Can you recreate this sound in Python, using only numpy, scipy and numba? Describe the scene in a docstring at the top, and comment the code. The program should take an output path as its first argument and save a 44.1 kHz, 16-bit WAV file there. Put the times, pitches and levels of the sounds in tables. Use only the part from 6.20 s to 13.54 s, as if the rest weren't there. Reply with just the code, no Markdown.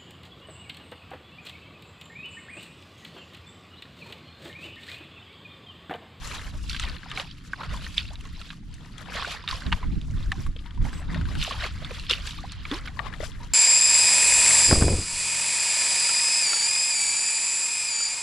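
"""In an open field, bare feet wade through wet mud and straw stubble, and gusts buffet two microphone ports.
Stirred water fizzes and gurgles as swarms of decaying sinusoids over filtered noise; straw and mud pop
as a snap, a ring and splinters; air pockets gulp as low rings that rise in pitch; an insect chirps once
in narrow-band noise. Wind is low-frequency noise with a flickering level, and the right port is duller."""
import sys
import numpy as np
from scipy import signal
from scipy.fft import rfft, irfft
from scipy.io import wavfile
from scipy.ndimage import uniform_filter1d
from numba import njit

SR = 44100
rng = np.random.default_rng(int(sys.argv[2]) if len(sys.argv) > 2 else 0)


def log_audio(samples):
    """Write samples as a 16-bit WAV file to the path given in sys.argv[1]."""
    # one column per channel
    frames = np.atleast_2d(samples).T
    # limit to full scale, then quantise
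    limited = np.clip(frames, -1, 1)
    pcm = np.round(limited * 32767).astype(np.int16)
    wavfile.write(sys.argv[1], SR, pcm)


N = 323498  # length [samples]

# Relative spectrum of stirred water and straw: (frequency [Hz], density [dB per Hz])
WATER_SPECTRUM = [(220, -41), (380, -13.5), (578, -14.5), (838, -15), (1180, -2.5), (1880, -2.5),
                  (2090, -4), (3540, -4), (6490, -13), (7580, -10.5), (8580, -20.5), (10000, -15),
                  (12400, -26), (15500, -41)]
# Relative spectrum of wind on the ports: (frequency [Hz], density [dB per Hz])
WIND_SPECTRUM = [(8.8, -43.5), (15, 1), (32, -1), (58, -0.5), (113, -9), (166, -9.5), (221, -17),
                 (285, -19), (374, -30.5), (450, -39.5), (580, -47), (990, -120)]
# Response of the duller right port: (frequency [Hz], gain [dB])
RIGHT_PORT_RESPONSE = [(20, -1.53), (4500, 2.5), (6000, -1.5), (7500, -14.5), (9500, -25), (16000, -65)]
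# Steady wind, before flicker: (time [s], rumble level [dB], flutter level [dB])
GUST_LEVELS = [(0, -42, -48.5), (.5, -38.5, -47), (.85, -48, -50), (1.37, -47.5, -49.5), (1.6, -40.5, -48),
               (2.12, -36, -50), (2.35, -49.5, -50), (2.75, -48.5, -48.5), (3.58, -40, -51),
               (3.8, -34, -44), (4.22, -35, -46), (4.5, -39.5, -49.5), (4.75, -36.5, -48),
               (4.9, -35, -43.5), (5.2, -33, -46), (5.3, -42, -48.5), (5.55, -34.5, -47.5),
               (6.3, -39.5, -48), (7.34, -36.5, -48)]
# Single eddies that thud on the ports, before flicker:
# (time [s], Gaussian half length [s], rumble level [dB], flutter level [dB], left minus right [dB])
EDDIES = [(.1, .05, -39, -51, 0), (0.397, 0.094, -34.5, -51.5, -1), (0.675, 0.044, -30, -47, -1),
          (0.936, 0.039, -41, -52.5, -2), (1.526, 0.051, -30.5, -45, -3), (2.512, 0.066, -37, -56, -2),
          (2.95, 0.075, -41, -50.5, -2), (3.337, 0.026, -35, -46.5, -1), (3.476, 0.015, -27.5, -32, -3.5),
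          (3.533, 0.022, -26, -36, 3.5), (3.67, 0.025, -24.5, -35, -5), (3.729, 0.013, -28, -32.5, 0),
          (3.777, 0.01, -27, -31.5, -7), (3.96, 0.057, -24, -39, -2), (4.09, .02, -26, -40.5, 3),
          (4.193, 0.016, -29, -34, -4), (4.283, 0.022, -24.5, -40.5, -3), (4.615, 0.029, -21, -37, -5),
          (4.655, 0.028, -29, -31.5, -5), (4.756, 0.033, -34.5, -42, 0), (4.938, 0.044, -29, -35, -2),
          (5.05, 0.059, -25, -39.5, -3), (5.185, 0.023, -23.5, -34, -3), (5.382, 0.017, -33.5, -50, -1)]
# Insect: (start [s], end [s], centre frequency [Hz], bandwidth [Hz], level [dB])
INSECT_CHIRP = (4.715, 4.825, 7950, 450, -52)
# Long clean bubbles, the first as a foot leaves a deep hole:
# (time [s], starting pitch [Hz], 60 dB decay [s], rise [octaves/s], level [dB])
LONG_BUBBLES = [(6.512, 245, .13, 13, -19), (6.187, 1150, .04, 3, -32), (6.815, 1130, .04, 0, -35),
                (6.69, 700, .07, 14, -44), (7.203, 930, .09, 0, -39), (7.225, 960, .12, 0, -42),
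                (4.128, 780, .08, 0, -36), (4.455, 950, .15, 0, -45)]
# Gulps of trapped air: (time [s], nominal level [dB], starting pitch of first ring [Hz])
AIR_GULPS = [(.639, -29.5, 770), (.86, -34, 784), (.973, -29, 825), (1.407, -23.5, 900),
             (1.905, -34.5, 640), (2.883, -30, 766), (2.95, -31, 573), (2.978, -27.5, 726),
             (3.073, -23, 600), (3.523, -18, 913), (4.361, -37, 460), (4.649, -30.5, 910),
             (5.109, -33, 706), (5.276, -23.5, 626), (5.316, -25, 650), (5.344, -28.5, 910),
             (5.434, -23, 673), (5.618, -31, 610), (5.707, -24, 550), (5.908, -18, 466),
             (6.238, -26.5, 715), (6.511, -19, 396), (6.791, -22.5, 900), (7.002, -21, 466),
             (7.027, -20, 567)]
# Loud pops of straw and mud: (time [s], nominal level [dB], pitch [Hz],
# splinters away from that pitch, relative level [dB], spray, relative level [dB])
STRAW_POPS = [(0.158, -33, 1780, -14, -26), (0.4963, -20, 4220, -26, -16), (.5306, -25, 4550, -20, -22),
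              (.546, -24.5, 1590, -2, -29), (0.5638, -31, 2200, 6.5, -16),
              (0.5969, -20.5, 3470, -5.5, -9.5), (.636, -25, 1950, -1, -18), (.6858, -34, 3620, -12, -14),
              (0.697, -26.5, 4430, -23, -26), (.7646, -36, 1760, 4, -28), (.832, -34, 1600, -7, -33),
              (.915, -25.5, 2980, -1.5, -21), (.9742, -21, 2250, -2, -26), (0.9974, -26.5, 2050, 7, -27),
              (1.3332, -19, 1550, -29, -34), (1.4057, -40, 980, -9, -26), (1.4337, -28, 1360, -1.5, -28),
              (1.644, -29.5, 2980, -9, -24), (1.6653, -28, 1840, -11, -34), (1.78, -9, 3470, -51, -31),
              (1.933, -43, 940, -6, -2), (1.9554, -31, 3810, -22, -30), (2.009, -37.5, 2680, -10, -10.5),
              (2.053, -38.5, 1080, 0, -28), (2.214, -36.5, 1330, 6, -17), (2.3033, -29.5, 1600, 3, -35),
              (2.3296, -39, 1190, -6, -18), (2.541, -41.5, 4360, -25, -4.5), (2.7808, -33.5, 3280, -5, -12),
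              (2.9522, -35, 1630, -12, -18), (3.0232, -21.5, 1100, -16, -34),
              (3.0465, -22.5, 1460, -18, -31), (3.239, -35, 990, -5, -20), (3.2769, -18, 3600, -8.5, -32),
              (3.2881, -19.5, 3630, -19, -24), (3.3115, -18, 4430, -8, -35), (3.3267, -22, 1040, -20, -19),
              (3.4201, -31, 1550, -11, -23), (3.465, -26, 3730, -14, -34), (3.519, -25, 2800, -1, -24),
              (3.5253, -14.5, 2840, -1, -26.5), (3.5294, -22, 1605, 0.5, -37),
              (3.6285, -28.5, 1004, -20, -35), (3.814, -34, 3520, -26, -18), (4.118, -15.5, 1780, -6, -24),
              (4.264, -32, 1130, -7, -36), (4.364, -34, 3200, -15, -29), (4.3904, -35.5, 3150, -25, -31),
              (4.4606, -42, 950, 4, -33), (4.508, -39, 3150, -1.5, -26), (4.575, -39, 958, -10, -23),
              (4.653, -32.5, 2120, -16, -26), (4.73, -33.5, 1560, -4, -18), (4.945, -25.5, 1860, -3.5, -26),
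              (5.012, -32.5, 1460, -5, -21), (5.054, -34, 1550, -3, -21), (5.085, -35, 1150, -10, -30),
              (5.1524, -29, 1520, -1, -18), (5.2144, -19, 2900, -34, -22), (5.227, -17, 3430, -31, -28),
              (5.248, -20, 2850, -7, -36), (5.3092, -21, 1100, -7, -22), (5.437, -24, 2700, -10, -31),
              (5.462, -30, 1084, 2, -12), (5.6467, -25.5, 3470, -9, -22), (5.7086, -30.5, 2410, -3, -27),
              (5.7967, -25, 4220, -33, -21), (5.866, -28.5, 3240, -20, -26), (5.897, -20, 3410, -10.5, -12),
              (5.91, -11, 3390, -24, -19), (5.929, -15.5, 2940, -30, -36), (5.9354, -14.5, 2740, -34, -38),
              (5.982, -36, 2730, -2, -25), (6.073, -28.5, 1670, 3.5, -12), (6.109, -25, 3760, -26, -23),
              (6.32, -30.5, 4370, -5.5, -9.5), (6.4526, -24.5, 2310, -4, -38), (6.5138, -21, 3430, -5, -23),
              (6.6746, -28, 1490, -1.5, -32), (6.681, -28, 2200, -9, -30), (6.7914, -19, 1856, -10, -42),
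              (6.8657, -29, 1050, -26, -35), (7.118, -37, 3350, -15, -25), (6.9272, -32, 1670, -19, -35),
              (6.9377, -30, 1800, -3.5, -38)]
# Dull, bright and spraying splinters: (lowest pitch [Hz], highest pitch [Hz], added level [dB])
SPLINTER_BANDS = [(995, 2300, 5), (2247, 4290, 6), (5370, 9800, 17)]
# Fizz, slosh, gurgle and spray swarms: (lowest pitch [Hz], highest pitch [Hz], rate [bubbles/s],
# decay scale [cycles], size scatter [dB], hiss relative to bubbles [dB], boost [dB])
BUBBLE_SWARMS = [(2275, 5250, 1800, 24.7, 4.5, -4, 2), (962, 2190, 600, 9.6, 3, -3, 1),
                 (374, 1039, 220, 10.8, 3.5, -1.5, 4.5), (5310, 17100, 3800, 5, 8.5, 4.5, 3)]
# Feet and hands stirring the mud; rise and fall each span 20 dB, levels before swarm boost:
# (peak time [s], rise [s], fall [s], fizz level [dB], depth re fizz [dB], spray re fizz [dB])
MUD_STROKES = [(.14, 0.52, 0.37, -45.5, 1.5, -4), (.43, .15, .1, -52.5, -11, 0.5),
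               (.495, 0.016, 0.16, -40.5, -10.5, -8), (.56, 0.14, .2, -42.5, -7.5, -7.5),
               (.69, .2, 0.21, -46.5, -1.5, -14), (1.0, 0.17, 0.079, -41.5, 0, -9.5),
               (1.12, .2, 0.82, -56, -5, -8.5), (1.411, 0.034, 0.22, -48, 5, -9),
               (1.46, 0.092, 0.23, -51, 4.5, -9), (1.53, 0.18, 0.19, -55, 3.5, -4.5),
               (1.63, 0.31, 0.21, -49.5, -8, -5), (1.78, 0.025, 0.085, -38, -8.5, -7),
               (1.92, 0.11, .12, -65, 3, -3), (2.11, 0.71, 0.36, -57, -2.5, -10.5),
               (2.32, 0.79, 0.063, -55.5, -3, -5), (2.55, 0.14, .6, -62.5, -1, -5),
               (2.84, 0.31, 0.31, -60, 5, -3), (2.961, 0.085, 0.17, -36.5, -1.5, -12),
               (3.03, 0.34, 0.19, -45.5, 2, -21), (3.12, 0.17, 0.11, -37, -1.5, -11.5),
               (3.291, 0.015, 0.17, -41.5, -6, -4.5), (3.36, 0.19, 0.38, -48, 1, -11),
               (3.48, .4, 0.23, -47, -9, -16), (3.61, 0.31, 0.15, -53.5, 4, -2.5),
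               (4.0, 0.33, 0.18, -56.5, 3, -0.5), (4.19, 0.27, 0.19, -53.5, 2, -2),
               (4.45, .3, 0.37, -62, 1.5, -11), (4.66, 0.069, 0.31, -51, 3.5, -6),
               (4.96, 0.16, 0.36, -51.5, 4.5, -16), (5.12, 0.51, 0.26, -52.5, -5, -8),
               (5.23, 0.063, 0.17, -34, -9.5, -11.5), (5.33, 0.21, 0.12, -50.5, 4, -8),
               (5.45, 0.15, 0.089, -37, -2, -12), (5.68, 0.2, 0.14, -49, 2.5, -3.5),
               (5.78, 0.24, 0.24, -44, -6.5, -11.5), (5.899, 0.0089, 0.12, -30.5, -5, -11),
               (6.06, 0.099, 0.36, -46.5, -3, -8), (6.15, 0.27, 0.1, -44.5, -12, -12),
               (6.33, 0.064, 0.11, -48.5, -7, -15), (6.42, 0.24, 0.56, -53, -3.5, -18),
               (6.539, 0.11, 0.16, -44, 1, -9.5), (6.661, 0.039, 0.074, -46.5, -1.5, -11),
               (6.76, 0.1, 0.32, -54.5, -6, -8.5), (6.86, 0.22, 0.31, -58.5, 6.5, -24),
               (7.051, 0.1, 0.06, -46.5, 0, -4.5), (7.2, 0.48, 0.96, -57.5, 2, -5)]
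# Mud at rest, before swarm boost: (fizz, slosh, gurgle, spray levels [dB])
SETTLED_LEVELS = [-78, -80, -74.5, -75]
# Side the stirring comes from: (time [s], left minus right [dB])
STIRRING_SIDE = [(0, 4.5), (.5, -0.5), (.8, 6), (1.0, 1), (2.3, 1), (2.88, 8), (2.96, 0.5), (4.2, .5),
                 (4.3, 6.5), (4.6, 5.5), (4.66, 0.5), (4.95, 5), (5.15, 5.5), (5.22, 1), (6.74, 1),
                 (6.79, 12.5), (7.05, 8), (7.34, 4)]


def undb(db):
    """The decibel relation: level to amplitude ratio."""
    return 10 ** (np.asarray(db) / 20)


def unit(x):
    """Normalisation to unit root-mean-square amplitude."""
    return x / np.sqrt(np.mean(x ** 2))


def curves(table):
    """Linear interpolation in time of each column of a table."""
    s, *columns = np.transpose(table)
    return [np.interp(np.arange(N) / SR, s, c) for c in columns]


def colour(table, hz):
    """Spectral level interpolated on a logarithmic frequency axis."""
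    table_hz, table_db = np.transpose(table)
    return np.interp(np.log(np.maximum(hz, 1)), np.log(table_hz), table_db, left=-90, right=-90)


def sides(pan_db):
    """Interchannel level difference, split equally between left and right gains."""
    return undb(np.array([pan_db, -pan_db]) / 2)


def noise(table, lo_hz, hi_hz, alike):
    """Spectral shaping of noise in a band; mid and side sums set the correlation of two channels."""
    hz = np.arange(N // 2 + 1) * SR / N
    band_loss = np.sqrt((1 + (lo_hz / (hz + 1)) ** 12) * (1 + (hz / hi_hz) ** 12))
    gain = undb(colour(table, hz)) / band_loss
    mid, side = irfft(rfft(rng.standard_normal((2, N))) * gain, N)
    alike = np.clip(alike, 0, 1)
    return unit(np.sqrt(1 + alike) * mid + np.sqrt(1 - alike) * side * np.array([[1], [-1]]))


def walk(rate):
    """Slow random modulation: Gaussian levels held 1 / rate s, then slewed; spread near 1."""
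    k = int(SR / rate)
    held = np.repeat(rng.standard_normal(N // k + 1), k)
    return 1.29 * uniform_filter1d(held, k)[:N]


@njit
def ring(n, s, hz, t60, rise, left, right):
    """Damped resonance: each ring swells quickly, decays exponentially and climbs at its given rate."""
    out = np.zeros((2, n))
    for k in range(len(s)):
        phase, step, size, swell = 0., 2 * np.pi * hz[k] / SR, 1., 1.
        fade, climb = 1000 ** (-1 / (t60[k] * SR)), 2 ** (rise[k] / SR)
        start = int(s[k] * SR)
        for i in range(max(start, 0), min(start + int(t60[k] * SR), n)):
            v = size * (1 - swell) ** 2 * np.sin(phase)
            out[0, i] += left[k] * v
            out[1, i] += right[k] * v
            phase += step
            step = min(step * climb, 2.8)  # radians a sample, kept below the Nyquist limit
            size *= fade
            swell *= 1 - step / 6
    return out


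def quiet_field():
    """Diffuse broadband noise: far stubble rustles evenly."""
    return undb(-65) * noise(WATER_SPECTRUM, 900, 12000, .4)


def wind():
    """Turbulent pressure: eddies press on the ports as slow rumble and quick flutter; buffets add power."""
    t = np.arange(N) / SR
    steady_sides = sides(np.full(N, -0.5))
    rumble, flutter = (undb(db) * steady_sides for db in curves(GUST_LEVELS))
    flaps = np.zeros((2, N))
    for s, half_s, db, flutter_db, pan_db in EDDIES:
        near = slice(max(int((s - .3) * SR), 0), int((s + .3) * SR))
        swell = sides(pan_db)[:, None] * np.exp(-.5 * ((t[near] - s) / half_s) ** 2)
        rumble[:, near] = np.hypot(rumble[:, near], undb(db) * swell)
        flaps[:, near] = np.hypot(flaps[:, near], undb(flutter_db) * swell)
    flutter = flutter * noise(WIND_SPECTRUM, 117.3, 570, .9)
    flutter += flaps * noise(WIND_SPECTRUM, 119.0, 620, .13)  # buffet flutter differs between the ports
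    rumble = rumble * undb(1.5 + 1.03 * walk(11)) * noise(WIND_SPECTRUM, 5, 111.0, .66)
    return rumble + flutter * undb(2.0 + 1.47 * walk(30))


def insect():
    """Band-limited noise under a short envelope: one raspy chirp."""
    t0, t1, hz, width_hz, db = INSECT_CHIRP
    rasp = noise([(1, 0), (SR, 0)], hz, hz, 0.94)[0]
    edges_hz = [hz - width_hz / 2, hz + width_hz / 2]
    rasp = unit(signal.sosfilt(signal.butter(2, edges_hz, "band", fs=SR, output="sos"), rasp))
    envelope = np.interp(np.arange(N) / SR, [t0, t0 + .025, t1 - .01, t1], [0, 1, 1, 0])
    return undb(db) * rasp * envelope


def long_bubbles():
    """Lightly damped bubble resonance: a few air pockets ring on cleanly in the centre."""
    s, hz, ring_s, rise, db = np.array(LONG_BUBBLES).T.copy()
    return ring(N, s, hz, ring_s, rise, undb(db), undb(db))


def gulps(count=3, t60=.022):
    """Bubble break-up: each air pocket divides into a few low, short rings that rise in pitch."""
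    out = np.zeros((2, N))
    s, db, hz = np.transpose(AIR_GULPS)
    pan_db = np.interp(s, *np.transpose(STIRRING_SIDE))
    for k, (late, pitch, place) in enumerate(rng.random((len(s), count, 3)).transpose(1, 2, 0)):
        left, right = undb(db + 1.0 - 1.5 * k) * sides(pan_db + 12 * (place - .5))
        start = s + 0.00798 * k * late
        ring_hz = hz * 2 ** (0.765 * k * (pitch - .5))
        out += ring(N, start, ring_hz, t60 + 0 * s, 3.7 + 0 * s, left, right)
    return out


def pops(count=7, length=.012):
    """Impulsive fracture: a snap and a main ring, then splinters that thin out over a length in s."""
    s, db, hz, far_db, spray_db = np.transpose(STRAW_POPS)
    pan_db = np.interp(s, *np.transpose(STIRRING_SIDE))
    high = hz > SPLINTER_BANDS[1][0] + 10
    near_db = -6  # splinters around a pop's own pitch
    parts_db = np.where(high, far_db, near_db), np.where(high, near_db, far_db), spray_db
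    left, right = undb(db + 3.0) * sides(pan_db)
    out = ring(N, s, hz, 33.2 / hz, 0 * s, left, right)
    snap = undb(5 + 4 * np.log2(hz / 2000))  # dry straw, the higher pops, snaps hardest
    out += ring(N, s, .85 * hz, 8.0 / hz, 0 * s, snap * left, snap * right)
    for part_db, (lo_hz, hi_hz, gain_db) in zip(parts_db, SPLINTER_BANDS):
        for k, (late, pitch, place) in enumerate(rng.random((len(s), count, 3)).transpose(1, 2, 0)):
            late = ((k + late) / count) ** 1.8
            left, right = undb(db + part_db + gain_db - 11.3 * late) * sides(pan_db + 9 * (place - .5))
            pitch = ((3 * k + count // 2) % count + pitch) / count  # spread over the whole range
            splinter_hz = lo_hz * (hi_hz / lo_hz) ** pitch
            out += ring(N, s + length * late, splinter_hz, 14.0 / splinter_hz, 0 * s, left, right)
    return out


def swarm(lo_hz, hi_hz, rate, cycles, scatter_db, hiss_db, boost_db):
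    """Superposition: countless small bubbles and straw ticks at scattered places, over their blurred hiss."""
    when, pitch, chance, place, decay = rng.random((int(rate * N / SR), 5)).T
    hz = lo_hz * (hi_hz / lo_hz) ** pitch
    rarity = np.minimum(-np.log(chance), 4.5)  # large bubbles are exponentially rare
    size = undb(colour(WATER_SPECTRUM, hz) + scatter_db * rarity) * hz
    left, right = size * sides(14 * (place - .5))
    t60 = np.maximum(cycles, 8) * (0.5 + 2.45 * decay) / hz
    bubbles = unit(ring(N, when * N / SR, hz, t60, 0.23 / t60, left, right))
    hiss = undb(hiss_db) * noise(WATER_SPECTRUM, lo_hz, hi_hz, .71)
    return unit(bubbles + hiss) * undb(boost_db)


def effort():
    """Power addition: each stroke swells and dies away over the settled mud in four bubble sizes."""
    t = np.arange(0, N, 32) / SR
    power = undb(SETTLED_LEVELS)[:, None] ** 2
    for s, rise_s, fall_s, db, depth_db, spray_db in MUD_STROKES:
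        rising, falling = (s - t) / max(rise_s, .005), (t - s) / max(fall_s, .005)
        shape_db = db - 20 * np.maximum(rising, falling)
        gurgle_db = -8.5 + 1.86 * depth_db  # the lowest bubbles grow faster with depth than the slosh
        sizes_db = np.array([0, depth_db, gurgle_db, spray_db])
        power = power + undb(shape_db + sizes_db[:, None]) ** 2
    return [np.interp(np.arange(N) / SR, t, np.sqrt(p)) for p in power]


def stirring():
    """Amplitude modulation: four bubble sizes follow the strokes in quick clumps, some common to all."""
    common_clumps = undb(1.6 * walk(30) + 1.3 * walk(90))
    water = np.zeros((2, N))
    for level, row in zip(effort(), BUBBLE_SWARMS):
        own_clumps = undb(2.33 * walk(35))
        water += level * own_clumps * swarm(*row)
    return common_clumps * sides(curves(STIRRING_SIDE)[0]) * water


def scene():
    """Linear superposition of field, stirred mud, pops, air pockets, insect and wind."""
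    return quiet_field() + stirring() + pops() + gulps() + long_bubbles() + insect() + wind()


def record(dry):
    """Linear filtering: the right port loses treble, each port adds faint hiss, both are cut at the top."""
    hz = np.clip(np.arange(N // 2 + 1) * SR / N, 30, 15000)
    right = irfft(rfft(dry[1]) * undb(colour(RIGHT_PORT_RESPONSE, hz)), N)
    port_hiss = undb(-79.5) * noise([(1, 0), (SR, 0)], 5000, 9000, 0)
    wet = np.array([dry[0], right]) + port_hiss
    return signal.sosfilt(signal.ellip(10, .2, 80, 15450, fs=SR, output="sos"), wet)


dry = scene()
out = record(dry)
log_audio(out)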